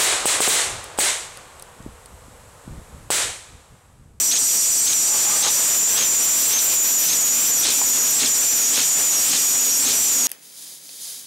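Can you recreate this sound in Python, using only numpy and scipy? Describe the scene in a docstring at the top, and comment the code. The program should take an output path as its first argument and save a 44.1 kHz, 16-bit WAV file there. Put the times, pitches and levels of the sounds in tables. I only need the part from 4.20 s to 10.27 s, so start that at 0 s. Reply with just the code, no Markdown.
"""Candy wrapping machine

An air leak whistles, hopping between two shrill tones; at each stroke, nearly twice a second,
it chokes into a lower chirp and a puff while the jaws clatter. The drive hums and rattles
underneath and sweets click on the feed disc. A close, moving microphone's limiter pins the level."""
import sys
import numpy as np
from scipy import signal
from scipy.fft import rfft, irfft, next_fast_len
from scipy.io import wavfile
from scipy.ndimage import map_coordinates

SR = 44100
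rng = np.random.default_rng(int(sys.argv[2]) if len(sys.argv) > 2 else 0)


def to_wav(s):
    """Save 16-bit WAV."""
    ch = np.atleast_2d(s).T  # columns
    pcm = np.round(np.clip(ch, -1, 1) * 32767)  # PCM
    wavfile.write(sys.argv[1], SR, pcm.astype(np.int16))


N = 267687


def amp(db):
    """Decibels to gain."""
    return 10 ** (np.asarray(db) / 20)


def unit(x):
    """x at rms 1."""
    return x / np.sqrt(np.mean(np.abs(x) ** 2) + 1e-20)


def curves(rows):
    """Each column after the time, interpolated per sample."""
    times_s, *columns = np.transpose(rows)
    return [np.interp(np.arange(N) / SR, times_s, column) for column in columns]


def wobble(rate_hz):
    """Smooth random curve, rate_hz knots a second."""
    return map_coordinates(rng.standard_normal(N // 8), [np.arange(N) * rate_hz / SR], mode="wrap")


def filtered(x, response):
    """x through a frequency response."""
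    size = next_fast_len(N + 8192)
    return irfft(rfft(x, size) * response(np.fft.rfftfreq(size, 1 / SR)), size)[..., :N]


def noise(spectrum):
    """Noise of rms 1, shaped by (Hz, dB) points."""
    points_hz, db = np.transpose(spectrum)
    response = lambda hz: amp(np.interp(np.log(hz + 1), np.log(points_hz), db))
    return unit(filtered(rng.standard_normal(N), response))


def resonate(x, modes):
    """x through (Hz, width Hz, dB) resonances, at rms 1."""
    def body(f):
        return sum((-1) ** k * amp(db) * 1j * f * width / (hz * hz - f * f + 1j * f * width)
                   for k, (hz, width, db) in enumerate(modes))
    return unit(filtered(x, body))


def smooth(x, seconds):
    """Gaussian running mean."""
    return filtered(x, lambda hz: np.exp(-(np.pi * hz * seconds) ** 2))


def bell(t, half_s):
    """Gaussian bump around t = 0."""
    return np.exp(-(t / half_s) ** 2)


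def window(t, half_s):
    """Soft-edged gate around t = 0."""
    return np.exp(-(t / half_s) ** 4)


def rough_tone(pitch_hz, flutter_hz, rate_hz, waver_hz, flicker_db):
    """Complex tone of rms 1 with random pitch and level; rate_hz is the pace of the flutter."""
    hz = pitch_hz + flutter_hz * wobble(rate_hz) + waver_hz * wobble(90)
    strength = amp(flicker_db * (wobble(500) + 0.72 * wobble(45)))
    return unit(strength * np.exp(2j * np.pi * np.cumsum(hz) / SR))


def octave(tone):
    """Second harmonic of a complex tone, equally strong, a quarter turn ahead."""
    return 1j * tone ** 2 / (np.abs(tone) + 1e-9)


def stroke_clock():
    """Per sample: seconds from the nearest stroke, then that stroke's other columns."""
    # Each row: middle in seconds, pitch surge in Hz, valve offset either side and puff half length
    # in seconds, first and second puff in dB, chirp top in Hz, then chirp, chirp overtone and
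    # clatter in dB. Levels are relative.
    stroke_rows = [(0.146, 81, 0.023, 0.013, -18, -17, 6630, -17.5, -20, -35),
                   (0.704, 400.5, 0.027, 0.0084, -23, -25, 6580, -21.5, -19, -48),
                   (1.264, 442, .019, 0.015, -14.5, -17, 6716, -19, -20, -25.5),
                   (1.809, 541, 0.027, 0.023, -28, -26, 6650, -20, -21, -27.5),
                   (2.363, 139, 0.026, 0.011, -26, -19, 6340, -14.5, -13, -30),
                   (2.915, 311, 0.018, .011, -20, -23, 6440, -19.5, -7, -38),
                   (3.481, 1, .022, 0.024, -17, -20, 6790, -27, -12, -25.5),
                   (4.035, 597, 0.026, .016, -21, -19, 6850, -23.5, -18, -32.5),
                   (4.593, 461.5, 0.028, 0.034, -24, -26, 6700, -21, -11, -28.5),
                   (5.141, 669, 0.019, .021, -30, -22.5, 6840, -25.5, -12, -31),
                   (5.689, 830, .022, .019, -27, -20.5, 6580, -21, -10, -35)]
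    rows, t = np.array(stroke_rows), np.arange(N) / SR
    borders_s = (rows[1:, 0] + rows[:-1, 0]) / 2
    nearest = rows[np.searchsorted(borders_s, t)].T
    return t - nearest[0], *nearest[1:]


def whistle():
    """The leak's two tones compete for one air flow; each stroke chokes them into an arched chirp."""
    # Each row: time in seconds, upper tone's slow wander in Hz.
    wander = [(0.0, 7345), (0.37, 6955), (0.5, 7173), (1.61, 7100.0), (2.35, 7272), (3.1, 6820),
              (3.22, 7430), (3.34, 6990.0), (3.47, 7130), (3.84, 6890.0), (4.34, 7220), (4.46, 6667),
              (4.83, 7145), (4.96, 6722), (5.45, 6950), (5.57, 6540.0), (5.82, 7393), (6.07, 6563)]
    # Each row: time in seconds, relative jet turbulence in dB.
    turbulence = [(0.0, -27.5), (0.4, -22.5), (0.61, -26.5), (1.42, -26), (1.82, -33.5), (2.02, -27),
                  (2.83, -30), (3.64, -28.5), (4.45, -29), (5.26, -26.5), (5.46, -29.5), (6.07, -27)]
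    # Treble beams, so it varies as the microphone moves. Each row: time in seconds, relative dB.
    sizzle_levels = [(0, -31), (1.0, -37), (1.7, -32), (2.0, -31), (2.5, -24), (2.8, -25.5), (4.1, -32.5),
                     (6.07, -30)]
    # Each row: frequency in Hz, relative density in dB.
    eddy_spectrum = [(3500, -23.5), (4750, -6), (5250, -13), (6400, -4.5), (7200, 3), (7900, 4), (8500, 1),
                     (9300, -6.5), (10500, -25), (15000, -22)]
    wander_hz, turbulence_db, sizzle_db = curves(wander) + curves(turbulence) + curves(sizzle_levels)
    t, surge_hz, *_, top_hz, chirp_db, chirp_overtone_db, _ = stroke_clock()
    flow = 1 - 0.66 * window(t, half_s=0.043)
    upper_hz = wander_hz + surge_hz * bell(t + 0.045, half_s=0.055)  # pressure builds before a stroke
    lower_hz = 5834 + 0.2 * (wander_hz - wander_hz.mean())
    # unrest near a stroke and turbulence move energy to the lower tone and the eddies
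    unrest = bell(t, half_s=0.14)
    excess_db = turbulence_db - turbulence_db.mean()
    upper_db = -21 - 4 * unrest - excess_db
    lower_db = -28 + 1.5 * unrest + 0.19 * excess_db
    eddy_db = turbulence_db + 0.94 + 4.5 * unrest + 0.12 * excess_db
    upper = rough_tone(upper_hz, flutter_hz=230, rate_hz=2000, waver_hz=70, flicker_db=2.4)
    lower = rough_tone(lower_hz, flutter_hz=188, rate_hz=1600, waver_hz=42, flicker_db=2.8)
    hop_db = 1.25 * (wobble(40) + wobble(20))  # the flow favours now one tone, now the other
    upper *= flow * amp(upper_db + hop_db)
    lower *= flow * amp(lower_db - hop_db)
    arch_hz = lower_hz + (top_hz - lower_hz) * window(t, half_s=0.033)
    chirp = rough_tone(arch_hz, flutter_hz=185, rate_hz=2000, waver_hz=60, flicker_db=2.8)
    chirp *= window(t, half_s=0.042) * amp(chirp_db - 1)
    eddies = flow * amp(eddy_db + 1.45 * wobble(50)) * unit(signal.hilbert(noise(eddy_spectrum)))
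    jet = upper + lower + chirp + eddies
    # the jet saturates: when one tone swells, the others give way
    power = np.abs(jet) ** 2
    slow_power, fast_power = np.abs(smooth(power, 0.02)), np.abs(smooth(power, 0.0004))
    saturation = (slow_power / (fast_power + 1e-6)) ** 0.35
    sizzle = rough_tone(2 * upper_hz, flutter_hz=700, rate_hz=3500, waver_hz=150, flicker_db=3.5).real
    sizzle *= flow * amp(sizzle_db - 1.5)
    beam = amp(0.42 * (sizzle_db - sizzle_db.mean()))
    overtones = beam * (amp(-20) * octave(upper) + amp(-6.5) * octave(lower))
    overtones += amp(chirp_overtone_db) * octave(chirp)
    shimmer = amp(1.7 * wobble(80))
    return np.sqrt(2) * np.real(saturation * (jet + shimmer * overtones)) + shimmer * sizzle


def drive():
    """Gears rattle and air rushes; housing drone and motor hum swell under each stroke's load."""
    # Levels as the microphone moves. Each row: time in seconds, then drone, gears, rush in relative dB.
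    levels = [(0.0, -48.5, -41.5, -40), (0.66, -59, -42, -39.5), (1.1, -56, -36.5, -36.5),
              (2.91, -49.5, -37.5, -35.5), (3.8, -44, -37.5, -36), (4.85, -50, -38, -36),
              (6.07, -43.5, -38, -35)]
    # Each row: resonance in Hz, width in Hz, gain in dB.
    housing_modes = [(243, 15.5, 1), (284.3, 21, 1.5), (426, 56, -9)]
    # Each row of both: frequency in Hz, relative density in dB.
    gear_spectrum = [(20, -17), (50, -11), (110, -3.5), (200, -2), (450, 2), (900, 1.5), (1800, 1.5),
                     (3000, -1.5), (6000, -15.5)]
    rush_spectrum = [(300, -17), (1500, -24), (2100, -7), (2450, 1.5), (2800, -1), (3400, 2), (4200, -0.5),
                     (5200, 3.5), (10500, 1), (14500, 1.5), (15700, -12)]
    drone_db, gear_db, rush_db = curves(levels)
    load = window(stroke_clock()[0], half_s=0.034)
    gears = amp(gear_db + 1.7 + 0.98 * wobble(14) + 0.3 * wobble(130)) * noise(gear_spectrum)
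    drone = amp(drone_db + 9.1 * load) * resonate(rng.standard_normal(N), housing_modes)
    hum = rough_tone(164, flutter_hz=3.4, rate_hz=14, waver_hz=2.6, flicker_db=2.5).real
    hum *= amp(-57 + 11 * load + 1.5 * wobble(5))
    rush = amp(rush_db + 8.5 + 1.4 * wobble(25)) * noise(rush_spectrum)
    return gears + drone + hum + rush


def strokes():
    """Air puffs with a hoarse tone as the valve closes and again as it opens; the jaws clatter."""
    # Each row of both: frequency in Hz, relative density in dB.
    puff_spectrum = [(800, -7), (2100, -2), (2500, 5.5), (2800, 0), (3400, 5.5), (4500, 6.5), (5500, 12.5),
                     (7900, 12.5), (9200, 6), (11000, -2.5), (15500, -20)]
    jaw_spectrum = [(80, -27), (200, -8), (480, 3.5), (900, 0), (1800, 3), (2500, 4.5), (3200, 9),
                    (6000, -23)]
    t, _, offset_s, half_s, first_db, second_db, *_, clatter_db = stroke_clock()
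    valve = amp(first_db) * bell(t + offset_s, half_s) + amp(second_db) * bell(t - offset_s, half_s)
    airflow = valve + amp(-27) * window(t, half_s=0.032)
    puff = amp(2.2 * wobble(200)) * airflow * noise(puff_spectrum)
    hoarse_hz = 3271.44 + 1027.08 * bell(t, half_s=0.034)  # tone of the half-closed valve
    hoarse = rough_tone(hoarse_hz, flutter_hz=381, rate_hz=1800, waver_hz=110, flicker_db=0.5).real
    clatter = amp(clatter_db + 3 * wobble(120)) * window(t, half_s=0.033) * noise(jaw_spectrum)
    return puff + amp(-2.5) * valve * hoarse + clatter


def sweet_knocks():
    """Hard sweets strike the steel feed disc: a tick and a short ring."""
    # Each row: start in seconds, relative level in dB.
    knocks = [(0.933, -25), (0.973, -22), (1.052, -20), (1.111, -31), (1.145, -23), (3.615, -13),
              (3.7, -25)]
    # Each row: frequency in Hz, relative level in dB, 60 dB decay time in seconds.
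    disc_modes = [(828, -2.5, 0.032), (935, -10, 0.049), (1030, -5, 0.029), (1370, -17, 0.026),
                  (2450, -6, 0.038)]
    out, t = np.zeros(N + SR), np.arange(SR // 6) / SR
    attack = 1 - np.exp(-t / 0.00054)
    for start_s, knock_db in knocks:
        ring = np.zeros(len(t))
        for hz, mode_db, t60_s in disc_modes:
            decay = amp(mode_db + rng.normal(0, 2.2) - 60 * t / t60_s)
            ring += decay * np.sin(2 * np.pi * (hz * t + rng.random()))
        tick = 0.63 * amp(-60 * t / 0.009) * rng.standard_normal(len(t))
        out[round(start_s * SR):][:len(t)] += amp(knock_db - 7) * (ring + tick) * attack
    return out[:N]


def sweet_slides():
    """Sweets rub along the disc with a faint squeak."""
    # Each row: middle in seconds, half length in seconds, relative level in dB.
    slides = [(.94, 0.051, -40), (1.094, .06, -37.5), (1.2, 0.06, -43), (1.264, 0.029, -22.5)]
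    # Each row: resonance in Hz, width in Hz, gain in dB.
    rub_modes = [(613, 51, -5), (830, 59, 0), (1215, 94, 0)]
    t = np.arange(N) / SR
    rub = resonate(rng.standard_normal(N) * amp(2.2 * wobble(69.9)), rub_modes)
    squeak = rough_tone(850, flutter_hz=44, rate_hz=300, waver_hz=18, flicker_db=2.5).real
    sliding = sum(amp(db) * window(t - middle_s, half_s) for middle_s, half_s, db in slides)
    return sliding * (amp(-3.5) * rub + amp(-3) * squeak)


def scene():
    """All sources at one microphone, on two equal channels."""
    return np.tile(whistle() + strokes() + drive() + sweet_knocks() + sweet_slides(), (2, 1))


def record(dry):
    """Fast limiter, then a brick-wall low-pass."""
    threshold_db, makeup_db, cutoff_hz = -22, 4, 15750
    rms = np.sqrt(np.abs(smooth(dry[0] ** 2, seconds=0.006)))
    gain = amp(makeup_db) / np.maximum(1, rms / amp(threshold_db))
    return filtered(dry * gain, lambda hz: hz < cutoff_hz)


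dry = scene()
out = record(dry)
to_wav(out)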